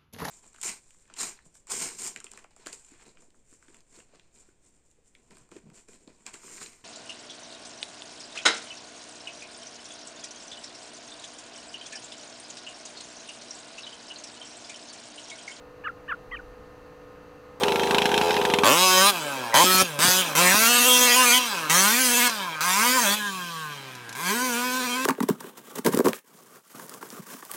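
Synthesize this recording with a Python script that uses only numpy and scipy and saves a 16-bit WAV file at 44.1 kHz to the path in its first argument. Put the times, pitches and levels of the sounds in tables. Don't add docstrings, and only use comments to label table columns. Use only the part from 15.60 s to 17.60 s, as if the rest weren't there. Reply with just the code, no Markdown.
import sys
import numpy as np
from scipy import signal
from scipy.fft import rfft, irfft
from scipy.io import wavfile
from scipy.ndimage import uniform_filter1d

SR = 44100
rng = np.random.default_rng(int(sys.argv[2]) if len(sys.argv) > 2 else 0)


def makeup_ratio(level_db):
    decades = np.asarray(level_db, float) / 20
    return 10 ** decades


def transcribe(u):
    v = np.clip(np.atleast_2d(u).T, -1, 1)
    q = np.round(v * 32767).astype(np.int16)
    wavfile.write(sys.argv[1], SR, q)


N = 88200
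TIME_S = np.arange(N) / SR


def level(x, db):
    return x * makeup_ratio(db) / np.sqrt(np.mean(x ** 2))


def walk(rate_hz):
    k = int(SR / rate_hz)
    return level(uniform_filter1d(uniform_filter1d(rng.standard_normal(N), k), k), 0)


def colour(x, gain):
    hz = np.arange(N // 2 + 1) * SR / N + 1
    return irfft(rfft(x) * gain(hz), N)


def voice(calls, level_column=2):
    waver, shimmer_db = .003, .4
    rows = np.concatenate([np.array(call, float) for call in calls])

    def glide(column):
        return uniform_filter1d(np.interp(TIME_S, rows[:, 0], rows[:, column]), size=130)

    sounding = sum((TIME_S >= call[0][0]) & (TIME_S <= call[-1][0]) for call in calls)
    gate = uniform_filter1d(sounding * 1., size=60)
    pitch_hz = glide(1) * (1 + waver * walk(290))
    phase = 2 * np.pi * np.cumsum(pitch_hz) / SR
    return phase, np.sqrt(2) * gate * makeup_ratio(glide(level_column) + shimmer_db * walk(230))


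# centre in seconds, length in seconds, level in dB.
PUFFS = [
    (.27, .012, -78),
    (0.513, .017, -71.5),
]


def beak_air():
    air = colour(rng.standard_normal(N), lambda hz: np.exp(-((hz - 11500) / 4500) ** 2))
    puffs = sum(makeup_ratio(db) * np.exp(-((TIME_S - s) / span) ** 2) for s, span, db in PUFFS)
    return puffs * level(air, 0)


# time in seconds, pitch in Hz, level in dB.
UPPER_VOICE = [
    [(.2375, 2148, -52), (.242, 2605, -47), (.2475, 2965, -47), (.262, 2844, -45), (.274, 2566, -45),
     (.282, 1920, -35.5), (.293, 1397, -34.5), (.302, 1363, -34.5), (.309, 1340, -55)],
    [(.479, 2300, -56), (.4865, 2860, -47), (.493, 3070, -46.5), (.506, 2790, -44), (.517, 2490, -42.5),
     (.529, 1722, -38.5), (.539, 1380, -33.5), (.546, 1440, -36.5), (.554, 1300, -75)],
    [(.7095, 2162, -60), (.714, 2630, -48), (.7205, 3172, -53.5), (.738, 3190, -49.5), (.748, 3000, -47),
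     (.758, 3090, -47.5), (.770, 2576, -40.5), (.775, 2256, -41), (.779, 2177, -68)],
    [(.789, 1913, -54), (.7925, 1580, -41.5), (.7965, 1443, -44.5), (.802, 1494, -40), (.808, 1450, -62)],
]
# time in seconds, pitch in Hz, level in dB, level of the difference tone in dB.
LOWER_VOICE = [
    [(.2375, 1249, -54, -57), (.241, 1628, -46, -48), (.246, 1745, -37, -50), (.251, 1752, -34.5, -42),
     (.266, 1541, -35, -36.5), (.274, 1320, -27.5, -41), (.279, 1177, -31, -55), (.285, 1170, -52, -47)],
    [(.4795, 1455, -44, -68), (.484, 1733, -43, -52), (.492, 1856, -34, -42), (.508, 1682, -31.5, -39),
     (.517, 1520, -31, -45), (.524, 1355, -26, -49), (.529, 1200, -27.5, -66), (.535, 1092, -65, -75)],
    [(.7125, 1878, -54, -73), (.717, 1975, -41, -45), (.722, 2088, -38, -41.5), (.734, 1921, -34.5, -48),
     (.750, 1870, -36, -39), (.754, 1736, -40, -39), (.758, 1540, -43, -58), (.761, 1443, -63, -68)],
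]


def robin():
    octave_db, sum_db, side_db, overtone_db = 9, 7, 10, 4
    throat_top_hz = 3850
    up, up_amp = voice(UPPER_VOICE)
    low, low_amp = voice(LOWER_VOICE)
    diff_amp = voice(LOWER_VOICE, level_column=3)[1]
    whistles = up_amp * np.sin(up) + low_amp * np.sin(low)
    difference = diff_amp * np.sin(up - low)
    octaves = diff_amp * low_amp * np.sin(2 * low) + 0.47 * up_amp ** 2 * np.sin(2 * up)
    mixed = makeup_ratio(sum_db) * up_amp * low_amp * np.sin(up + low) + makeup_ratio(octave_db) * octaves
    mixed = mixed + makeup_ratio(side_db) * diff_amp * low_amp * np.sin(3 * low - up)
    mixed = colour(mixed, lambda hz: 1 / (1 + (hz / throat_top_hz) ** 20))
    overtone = colour(up_amp * low_amp * np.sin(4 * up), lambda hz: np.exp(-((hz - 12500) / 400) ** 2))
    return whistles + difference + mixed + beak_air() + makeup_ratio(overtone_db) * overtone


def yard(x):
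    echo_s, echo_db, t60_s, tail_db = .0021, -28, .12, -25
    t = np.arange(int(.4 * SR)) / SR
    tail = rng.standard_normal(len(t)) * np.exp(-np.log(1000) * t / t60_s) * (t > .008)
    tail = tail / np.linalg.norm(tail)
    echo = np.roll(x, int(echo_s * SR))
    return x + makeup_ratio(echo_db) * echo + makeup_ratio(tail_db) * signal.fftconvolve(x, tail)[:N]


# time in seconds, level in dB.
GUST = [(0, -58.5), (.3, -62.5), (.66, -58.5), (.71, -63), (.8, -54), (.94, -56), (1.05, -55.5),
        (1.3, -63.5), (1.6, -62), (2, -67)]


def wind():
    top_hz, flutter_db = 58, 1.5
    gust_s, gust_db = np.array(GUST).T
    rumble = colour(rng.standard_normal(N),
                    lambda hz: hz ** 2 / (hz ** 2 + 17 ** 2) / (1 + (hz / top_hz) ** 3.1))
    swell = np.sqrt(uniform_filter1d(rumble ** 2, size=6000))
    rumble = rumble / (swell + .2 * rumble.std())
    return level(rumble, 0) * makeup_ratio(np.interp(TIME_S, gust_s, gust_db) + flutter_db * walk(12))


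# start in seconds, length in seconds, first pitch in Hz, last pitch in Hz, level in dB.
EDDIES = [
    (0.678, .19, 24, 80, -47.5),
    (0.798, .1, 17, 30, -59),
    (0.872, .1, 28, 62.4, -50.5),
]


def eddies():
    out = np.zeros(N)
    for start_s, span_s, low_hz, high_hz, db in EDDIES:
        u = np.clip((TIME_S - start_s) / span_s, 0, 1)
        phase = 2 * np.pi * span_s * (low_hz * u + (high_hz - low_hz) * u ** 2 / 2)
        swell = np.sin(np.pi * np.sqrt(u)) * (u < 1)
        out += np.sqrt(2) * makeup_ratio(db + 1.37 * walk(25)) * swell * np.sin(phase)
    return out


# frequency in Hz, level in dB.
HISS = [(90, -1), (300, -9), (650, -11), (1300, -12.5), (2300, -24.5), (3600, -28), (8000, -39.5),
        (15600, -43)]
# frequency in Hz, width in Hz, gain in dB.
HOUSING = [(1300, 1260, 0), (2750, 370, 3.5), (3400, 540, -5), (4320, 1080, 3), (5300, 350, -4.5),
           (6280, 720, 3)]


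def hiss_db(hz):
    tilt_hz, tilt_db = np.array(HISS).T
    tilt = np.interp(np.log(hz), np.log(tilt_hz), tilt_db)
    return tilt + sum(db * np.exp(-((hz - f) / width) ** 2) for f, width, db in HOUSING)


HUM_ORDERS = [(0, 5), (1, 1), (2, -1), (2, 0), (2, 1), (2, 2), (3, 0), (3, 1), (4, -1), (4, 1), (5, -1),
              (5, 0), (6, -1), (7, -2), (7, 1), (8, 1), (11, -1), (11, 0), (13, 0)]
HUM_DB = [-59.5, -66, -58.5, -52, -65, -73.5, -70.5, -70, -74.5, -66, -72.5, -63, -71, -76.5, -67.5, -75,
          -76, -78, -85]
# frequency in Hz, level in dB.
TONES = [
    (470, -61),
    (13081, -90.5),
    (13162, -90.5),
]


def cooler():
    fan_hz, motor_hz = 248.98, 57.95
    comb_db, scatter_db, wander_db = -64, 2.5, .6
    drift = 0.49 * walk(0.67)
    wander = [makeup_ratio(wander_db * walk(7.6)) for _ in range(4)]
    lines = [(m * fan_hz + n * motor_hz, db) for (m, n), db in zip(HUM_ORDERS, HUM_DB)] + TONES
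    for m in range(3, 27):
        for n in range(-2, 2):
            if (m, n) not in HUM_ORDERS:
                f = m * fan_hz + n * motor_hz
                lines.append((f, comb_db + hiss_db(f) + scatter_db * rng.standard_normal()))
    out = np.zeros(N)
    for k, (f, db) in enumerate(lines):
        phase = 2 * np.pi * f * TIME_S + rng.uniform(0, 2 * np.pi) + drift * min(f, 3000) / 1000
        out += np.sqrt(2) * makeup_ratio(db) * wander[k % 4] * np.sin(phase)
    return out


def leaves():
    level_db, fade_db_per_s = -52.5, -0.43
    hiss = colour(rng.standard_normal(N), lambda hz: makeup_ratio(hiss_db(hz)) * hz ** 2 / (hz ** 2 + 60 ** 2))
    return level(hiss, level_db) * makeup_ratio(fade_db_per_s * (TIME_S - 1) + 0.42 * walk(2))


def scene():
    return (yard(robin()) + wind() + eddies() + cooler() + leaves())[None]


def top_cut(x):
    return signal.sosfilt(signal.butter(12, 15700, fs=SR, output="sos"), x)


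def record(dry):
    return top_cut(dry)


dry = scene()
out = record(dry)
transcribe(out)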